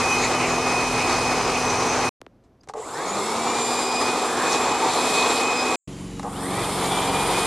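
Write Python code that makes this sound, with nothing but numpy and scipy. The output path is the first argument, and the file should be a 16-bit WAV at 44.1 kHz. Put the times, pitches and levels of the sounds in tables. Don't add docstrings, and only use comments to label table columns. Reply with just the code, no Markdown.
import sys
import numpy as np
from scipy import signal
from scipy.fft import rfft, irfft, next_fast_len
from scipy.io import wavfile
from scipy.ndimage import uniform_filter1d

SR = 44100
rng = np.random.default_rng(int(sys.argv[2]) if len(sys.argv) > 2 else 0)


def file_out(sig):
    cols = np.atleast_2d(sig).T
    lim = np.clip(cols, -1, 1)
    pcm = np.round(lim * 32767).astype(np.int16)
    wavfile.write(sys.argv[1], SR, pcm)


N = 328986
T = np.arange(N) / SR
FULL_HZ, MAINS_HZ = 250.5, 60
BLADE_COUNT, COMMUTATOR_BARS = 10, 12

# roar_db, intake_db, hiss_db, spray_db
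AIR_LEVELS = [(-24.5, -36.5, -34.5, -46.5), (-24.5, -37.5, -34.5, -42.5), (-26, -36.5, -34, -36)]
# frequency_hz, density_db
ROAR_SPECTRUM = [(30, -26.5), (60, -22.5), (110, -16), (220, -10.5), (330, -3.5), (455, 0.5), (580, -6.5),
                 (780, -0.5), (950, -1.5), (1250, -3.5), (1480, -17.5), (1800, -28), (3000, -44.5)]
INTAKE_SPECTRUM = [(900, -26.5), (1400, 2.5), (1700, -0.5), (2000, 1.5), (2400, 1.5), (2650, -1.5),
                   (2900, -8), (3400, -28), (6000, -72)]
HISS_SPECTRA = [
    [(2500, -7), (3100, 0), (3500, 2), (4200, 5), (4800, 2), (5500, 4), (6200, 4.5), (6900, 1),
     (7400, -0.5), (8000, -3.5), (8800, -6), (10500, -21.5), (13000, -44)],
    [(2500, -28), (3100, -1.5), (3500, 5), (4200, 3), (4800, -1), (5500, 0), (6200, -1.5), (6900, -0.5),
     (7400, 4), (8000, -2.5), (8800, -15), (10500, -16.5), (13000, -53)],
    [(2500, -21), (3100, 6), (3500, 7), (4200, 2), (4800, 0.5), (5500, -2.5), (6200, -4), (6900, -2),
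     (7400, 1.5), (8000, -6), (8800, -20), (10500, -6), (13000, -20)],
]
SPRAY_SPECTRUM = [(5000, -41), (7500, -8.5), (8700, 3), (10000, -2.5), (11500, -8.5), (13000, -19)]
# centre_s, half_length_s, hiss_lift_db, spray_lift_db
SPLASHES = [(.03, 0.23, 1, 6.5), (1.1, 0.35, 1.5, 2.5), (3.733, 0.37, 1, 1.5), (4.537, 0.059, 1, 3.5),
            (4.95, 0.039, 1, 5), (5.15, 0.1, 3.5, 7.5), (5.377, 0.064, 2, 5), (7.436, 0.073, 1.5, 1)]
# start_s, end_s
GRIPS = [(-1, 2.15), (4.5, 5.82)]
# centre_s, half_length_s, pitch_hz, width_hz, level_db, glide_hz_per_s
HOLLOW_RUSHES = [(0.227, 0.047, 4120, 700, -35, 0), (0.226, 0.05, 6760, 1010, -33.5, 4998),
                 (.25, 0.036, 2186, 447, -30.5, -2000), (0.451, 0.054, 2340, 551, -34, -4000),
                 (0.524, 0.086, 6800, 600, -42, -5000), (.82, .035, 2250, 546, -32, 0),
                 (1.01, .07, 2400, 600, -33.5, 0), (1.164, .06, 4500, 800, -36.5, 5999.5),
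                 (1.522, 0.11, 2620, 501, -36, 0), (1.8, 0.26, 6080, 646, -37, 2),
                 (4.38, 0.11, 1633, 260, -33.5, -0.5), (4.532, 0.024, 5900, 1990, -32.5, -2),
                 (4.803, 0.23, 870, 220.6, -31.5, 0), (4.952, 0.086, 4000, 900, -34.5, -0.5),
                 (5.22, 0.13, 3800, 1000, -34, -2500), (5.38, 0.05, 4100, 1500, -31.5, 0),
                 (6.978, 0.14, 3300, 450, -35.5, -1200), (7.05, 0.33, 835.6, 220, -29, 0)]

# time_s, level_db
BLADE_LEVEL_1 = [(0, -31), (.1, -28), (.3, -34), (.38, -33), (.48, -39), (.58, -29), (.66, -32),
                 (.88, -29.5), (1.1, -34), (1.28, -32), (1.43, -45), (1.55, -34), (1.75, -34), (2, -41),
                 (2.07, -32)]
BLADE_LEVEL_2 = [(3.35, -41), (3.55, -35.5), (3.75, -37), (4, -32.5), (4.15, -34), (4.38, -43), (4.48, -37),
                 (4.7, -36), (4.83, -39.5), (4.95, -34), (5.05, -36), (5.23, -28), (5.38, -35),
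                 (5.5, -30.5), (5.68, -29.5), (5.76, -32)]
BLADE_LEVEL_3 = [(6.75, -44), (6.87, -36), (7.05, -39), (7.19, -34), (7.3, -39), (7.36, -36), (7.45, -42)]
# order, stretch_1_db, stretch_2_db, stretch_3_db
MOTOR_TONES = [(1, -35.5, -37.5, -53), (3, -39, -36.5, -39), (12, -50, -52.5, -51), (14, -59, -54, -57),
               (20, -48.5, -48, -53), (24, -49, -51.5, -56), (30, -52.5, -43.5, -56.5),
               (35, -56.5, -60, -62), (36, -58, -53, -53), (39, -61.5, -72, -70)]
# centre_s, half_length_s, order, lift_db
BEAMS = [(.13, .1, 24, 5), (.73, .06, 20, 8), (1.5, .12, 20, 5), (1.8, .22, 24, 7.5), (1.89, .04, 20, 8),
         (5.55, .22, 20, 2), (7.38, .17, 20, 5), (7.4, .16, 36, 10)]
# centre_hz, width_hz, gain_db
HOUSING_RESONANCES = [(60, 150, -30), (600, 200, -7), (2050, 500, 5), (4895, 130, 10.5), (7450, 1100, 10),
                      (7170, 370, 13)]
# start_s, initial_shaft_hz, wind_up_s, growl_db, sizzle_db, growl_centre_hz
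STARTS = [(2.744, 0, .241, -30, -45, 520), (6.238, 39.3, .25, -31, -53, 760)]
# order, peak_shaft_hz, spread_hz, first_run_db, second_run_db
RUN_UP_RESONANCES = [(12, 71, 11, -42, -38), (12, 105, 18, -45, -45), (12, 162, 22, -41.5, -44),
                     (12, 195, 12, -52, -46), (10, 120, 18, -48, -46), (10, 160, 16, -43.5, -49),
                     (10, 194, 8, -60, -43), (10, 217, 6, -46, -54), (20, 208, 12, -54, -50),
                     (24, 86, 9, -49, -58), (24, 125, 14, -60, -53), (24, 182, 16, -54, -51),
                     (24, 219, 6, -44.5, -50), (30, 232, 4, -70, -44), (35, 243, 4, -52, -64),
                     (36, 143, 10, -53, -54), (36, 195, 8, -38, -64), (36, 214, 4, -40.5, -64),
                     (36, 242, 4, -49.5, -62), (48, 186, 9, -53, -50)]
# order, relative_db
BRUSH_TONES = [(72, -55.5), (96, -63), (108, -62.5), (144, -66), (168, -65)]
# shaft_hz, gain
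BRUSH_RANGE = [(5, 0), (35, 1), (80, .8), (160, 0)]
# frequency_hz, density_db
RUB_SPECTRUM = [(400, 2.5), (1000, -7), (2500, -1.5), (4500, -6.5), (6200, -6), (7400, -1), (8500, -21),
                (10000, -7), (13000, -33)]

# start_s, snap_db, knock_db, snap_decay_s, shell_centre_hz
CLACKS = [(2.438, -64, -75, .02, 900), (2.634, -51.5, -57, 0.0082, 900), (2.674, -49, -37, 0.0026, 600),
          (2.687, -35.5, -40, 0.01, 1100), (2.696, -48, -24.5, 0.0016, 850),
          (2.737, -40.5, -26, 0.0058, 1150), (6.195, -30, -23.5, 0.004, 1200),
          (6.23, -35, -30, 0.0057, 1200)]
# pitch_hz, level_db, t60_s
SHELL_MODES = [(428, 2, 0.13), (473, -7, 0.058), (580, 3, 0.018), (752, 2, 0.046), (828, -1, 0.077),
               (900, -2, 0.044), (1060, -7, 0.035), (1115, 1.5, 0.034), (1264, 0, 0.033), (1500, -3, 0.018),
               (1980, -2, 0.017), (3190, -12, .015)]
# start_s, level_db, initial_pitch_hz
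TICKS = [(2.2154, -35.5, 12700), (2.265, -37.5, 4800)]
# centre_s, half_length_s, pitch_hz, level_db
SQUEAKS = [(2.614, 0.0033, 6300, -64), (2.611, .004, 4900, -57.5)]

# start_s, end_s, mower_firing_hz, mower_db, garden_db, mower_tilt_db_per_octave, rumble_db
STRETCHES = [(-.01, 2.092, 20.6, -38, -40, -2.5, -56.5), (2.205, 5.758, 21.6, -65.5, -57.5, -20, -69),
             (5.875, 7.5, 22.92, -35, -43, 3, -56)]
# firing_harmonic, relative_db
EXHAUST_HARMONICS = [(2, -4), (3, -10), (4, -5.5), (5, -3), (6, 1), (7, -11), (8, 3), (9, -6), (10, -7.5),
                     (12, 0), (13, -7), (14, -14), (15, -11), (16, -6), (18, -14), (20, -11)]
# time_s, lift_db
MOWER_SWELL = [(6.1, 0.5), (6.6, 3.5), (7.4, 1.5)]
# time_s, added_tilt_db_per_octave
MOWER_BRIGHTNESS = [(6.35, -2.5), (6.7, 0.5)]
# frequency_hz, density_db
GARDEN_SPECTRUM = [(25, -11.5), (45, -7.5), (90, 2.5), (150, -3), (220, 0.5), (400, -4), (800, -13),
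                   (1600, -23), (3000, -32.5), (6000, -36.5), (13000, -63.5)]
RUMBLE_SPECTRUM = [(25, -18), (45, 4.5), (70, -9.5), (150, -42.5)]


def air_stream(shaft_hz, held, stretch):
    roar_db, intake_db, hiss_db, spray_db = AIR_LEVELS[stretch]
    decades = np.log10(shaft_hz / FULL_HZ)
    roar_db += 32 * decades
    intake_db += 49 * decades + 1.5 * held
    hiss_db += 43 * decades + .5 * held
    spray_db += 29.5 * decades
    for centre, half_length, hiss_lift_db, spray_lift_db in SPLASHES:
        splash = swell(centre, half_length)
        hiss_db += hiss_lift_db * splash
        spray_db += spray_lift_db * splash
    eddies = walk(30)
    roar = noise(ROAR_SPECTRUM, (420, 1400))
    intake = noise(INTAKE_SPECTRUM, (1550, 2300))
    hiss = wide_noise(HISS_SPECTRA[stretch], (3200, 6800), side_db=-5.5)
    spray = wide_noise(SPRAY_SPECTRUM, (8000, 12000), side_db=-7)
    roar *= undb(roar_db + .67 * eddies + .52 * walk(60))
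    intake *= undb(intake_db + eddies)
    hiss *= undb(hiss_db + .7 * eddies + .7 * walk(150))
    spray *= undb(spray_db + .98 * walk(12) + walk(200))
    return roar + intake + hiss + spray


def motor(shaft_hz, stretch):
    hz = shaft_hz * (1 + .00059 * walk(9))
    turns = np.cumsum(hz) / SR
    decades = np.log10(hz / FULL_HZ)
    hum_growth_db, whine_growth_db = 36 * decades, 55 * decades
    out = blade_tone(turns, decades, stretch)
    for order, *levels_db in MOTOR_TONES:
        shake = min(order / BLADE_COUNT, 1)
        lift_db = 3 * shake * walk(20)
        lift_db += sum(db * swell(centre, half) for centre, half, k, db in BEAMS if k == order)
        if order < BLADE_COUNT or order % BLADE_COUNT == 0:
            lift_db += housing_db(order * hz) - housing_db(order * FULL_HZ)
        growth_db = hum_growth_db if order == 1 else whine_growth_db
        partial = tone(turns, order, flutter_db=.9 * (1 + shake), smear_rad=.45 * shake)
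        out += partial * undb(levels_db[stretch] + growth_db + lift_db)
    sideband = tone(COMMUTATOR_BARS * turns + 2 * MAINS_HZ * T, 1, flutter_db=1, smear_rad=.2)
    out += sideband * undb(-49.5 + whine_growth_db)
    if stretch > 0:
        out += run_up(hz, turns, stretch)
    return out + brushes(hz, turns, slowing=np.gradient(shaft_hz) < 0)


def blade_tone(turns, decades, stretch):
    level_db = curve([BLADE_LEVEL_1, BLADE_LEVEL_2, BLADE_LEVEL_3][stretch]) + 75 * decades
    core = tone(turns, BLADE_COUNT, flutter_db=2, smear_rad=.5)
    skirt = band(BLADE_COUNT * turns, width_hz=160) * undb(-13)
    return (core + skirt) * undb(level_db)


def housing_db(hz):
    return sum(db * np.exp(-(2 * (hz - centre) / width) ** 2)
               for centre, width, db in HOUSING_RESONANCES)


def shaft_speed(held, load_sag_hz=1.3, coast_s=2.8):
    top_hz = FULL_HZ - load_sag_hz * (1 - held)
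    hz = top_hz
    for before, after, (start, initial_hz, wind_up_s, *_) in zip(STRETCHES, STRETCHES[1:], STARTS):
        age = T - start
        rise = 1 - np.exp(-(np.maximum(age, 0) / wind_up_s) ** .945)
        coasting_hz = initial_hz * np.exp(-age / coast_s)
        driven_hz = initial_hz + (top_hz - initial_hz) * rise
        mid_break_s = (before[1] + after[0]) / 2
        hz = np.where(T > mid_break_s, np.where(age < 0, coasting_hz, driven_hz), hz)
    return np.maximum(hz, 1)


def run_up(hz, turns, stretch):
    out = np.zeros(N)
    for order in sorted({row[0] for row in RUN_UP_RESONANCES}):
        flare = sum(undb(levels_db[stretch - 1]) * np.exp(-((hz - peak_hz) / spread_hz) ** 2)
                    for k, peak_hz, spread_hz, *levels_db in RUN_UP_RESONANCES if k == order)
        core = tone(turns, order, flutter_db=1.8, smear_rad=.45) * undb(-.5)
        if order == COMMUTATOR_BARS:
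            core *= 1 + .9 * np.cos(2 * np.pi * 2 * MAINS_HZ * T)
        rasp = band(order * turns, width_hz=110) * undb(-3.5)
        skirt = band(order * turns, width_hz=420) * undb(-8)
        out += flare * (core + rasp + skirt)
    return out


def brushes(hz, turns, slowing):
    audible = np.interp(hz, *np.transpose(BRUSH_RANGE))
    singing = sum(tone(turns, order, flutter_db=2, smear_rad=1) * undb(db) for order, db in BRUSH_TONES)
    rubbing = noise(RUB_SPECTRUM) * undb(-46.5)
    return audible * (slowing * singing * undb(-3.5) + rubbing)


def hollow_rushes():
    out = np.zeros(N)
    for centre, half_length, hz, width_hz, db, glide in HOLLOW_RUSHES:
        sliding_hz = hz + glide * np.clip(T - centre, -2 * half_length, 2 * half_length)
        out += band(np.cumsum(sliding_hz) / SR, width_hz) * undb(db) * swell(centre, half_length)
    return out * undb(2.2 * walk(55))


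def dog_grip(fade_s=.12):
    return sum(np.clip(np.minimum(T - start, end - T) / fade_s + .5, 0, 1) for start, end in GRIPS)


def growl(start, growl_db, sizzle_db, centre_hz, fade_s=.076):
    age = np.maximum(T - start, 0)
    jolts = np.diff(np.floor(2 * MAINS_HZ * age), prepend=0)
    rattle = rng.standard_normal(N) * np.sqrt(2 * MAINS_HZ / SR)
    body = shell(jolts + rattle, centre_hz)
    body /= np.std(body[T > start])
    body *= undb(growl_db) * (age > 0) * np.exp(-(age / fade_s) ** 4)
    sizzle_envelope = np.minimum(age / .085, 1) * np.exp(-age / .69)
    return body + band(7500 * T, width_hz=950) * undb(sizzle_db) * sizzle_envelope


def clacks():
    snap_envelope, knocks = np.zeros(N), np.zeros(N)
    for start, snap_db, knock_db, decay_s, centre_hz in CLACKS:
        age = np.maximum(T - start, 0)
        snap_envelope += undb(snap_db) * (age > 0) * np.exp(-age / decay_s)
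        impulse = 1. * (np.arange(N) == int(start * SR))
        knocks += undb(knock_db) * shell(impulse, centre_hz)
    snap = noise([(500, 7), (1300, 9), (3000, -2), (5000, 2), (8000, -2), (10000, -11), (13000, -26)])
    return snap * snap_envelope + .5 * knocks


def shell(force, centre_hz, focus_db_per_octave=10):
    t = T[:SR // 8]
    ring = 0
    for k, (hz, db, t60) in enumerate(SHELL_MODES):
        level_db = db - focus_db_per_octave * abs(np.log2(hz / centre_hz))
        polarity = (-1) ** (k // 2)
        ring += polarity * undb(level_db - 60 * t / t60) * np.sin(2 * np.pi * hz * t)
    return signal.oaconvolve(force, ring)[:N]


def ticks(glide_cycles=2.1, length_s=.0083):
    out = np.zeros(N)
    for start, db, hz in TICKS:
        age = np.clip(T - start, 0, 1)
        phase = 2 * np.pi * glide_cycles * np.log1p(age * hz / glide_cycles)
        out += undb(db) * np.sin(phase) * np.exp(-(age / length_s) ** 6)
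    return out


def squeaks():
    return sum(band(hz * T, width_hz=200) * undb(db) * swell(centre, half_length)
               for centre, half_length, hz, db in SQUEAKS)


def mower(firing_hz, level_db, tilt_db):
    turns = np.cumsum(firing_hz * (1 + .00408 * walk(4.3))) / SR
    db_per_octave = tilt_db + curve(MOWER_BRIGHTNESS)
    drone = np.zeros(N)
    for harmonic, db in EXHAUST_HARMONICS:
        treble_db = db_per_octave * max(np.log2(harmonic / 5), 0)
        partial = np.sin(2 * np.pi * (harmonic * turns + rng.random()))
        drone += partial * undb(db + treble_db + 2.6 * walk(14))
    return drone / np.std(drone) * undb(level_db + curve(MOWER_SWELL))


def tone(turns, order, flutter_db, smear_rad):
    phase = 2 * np.pi * order * turns + smear_rad * walk(45)
    return np.sqrt(2) * np.sin(phase) * undb(flutter_db * walk(35))


def band(turns, width_hz):
    phase = 2 * np.pi * turns
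    return walk(2 * width_hz) * np.sin(phase) + walk(2 * width_hz) * np.cos(phase)


def noise(spectrum, span_hz=(20, 13000)):
    size = next_fast_len(N, True)
    f = np.arange(size // 2 + 1) * SR / size
    hz, db = np.transpose(spectrum)
    gain = undb(np.interp(np.log(f + 1), np.log(hz), db)) * (f > 20)
    power = np.sum(gain[(f > span_hz[0]) & (f < span_hz[1])] ** 2) / len(f)
    return irfft(rfft(rng.standard_normal(size)) * gain, size)[:N] / np.sqrt(power)


def wide_noise(spectrum, span_hz, side_db):
    highpass = signal.butter(12, 4250, "high", fs=SR, output="sos")
    side = signal.sosfilt(highpass, noise(spectrum, span_hz))
    return noise(spectrum, span_hz) + undb(side_db) * side * np.array([[1], [-1]])


def walk(rate_hz):
    hold = max(int(SR / rate_hz), 2)
    steps = np.repeat(rng.standard_normal(N // hold + 1), hold)
    return 1.6 * uniform_filter1d(uniform_filter1d(steps, hold), hold)[:N]


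def swell(centre_s, half_length_s):
    return np.exp(-((T - centre_s) / half_length_s) ** 2)


def curve(rows):
    return np.interp(T, *np.transpose(rows))


def undb(db):
    return 10 ** (np.asarray(db) / 20)


def scene():
    growls = sum(growl(start, growl_db, sizzle_db, centre_hz)
                 for start, _, _, growl_db, sizzle_db, centre_hz in STARTS)
    out = np.zeros((2, N)) + clacks() + squeaks() + ticks() + growls
    garden, rumble = noise(GARDEN_SPECTRUM), noise(RUMBLE_SPECTRUM)
    held, rushes = dog_grip(), hollow_rushes()
    hz = shaft_speed(held)
    for stretch, (start, end, firing_hz, mower_db, garden_db, tilt_db, rumble_db) in enumerate(STRETCHES):
        blower = air_stream(hz, held, stretch) + motor(hz, stretch) + rushes * (hz / FULL_HZ) ** 2
        outdoors = garden * undb(garden_db) + rumble * undb(rumble_db)
        gate = uniform_filter1d(1. * ((T > start) & (T < end)), size=64)
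        out += gate * (blower + mower(firing_hz, mower_db, tilt_db) + outdoors)
    return out


def record(dry):
    return signal.sosfilt(signal.ellip(10, .2, 80, 13080, fs=SR, output="sos"), dry)


dry = scene()
out = record(dry)
file_out(out)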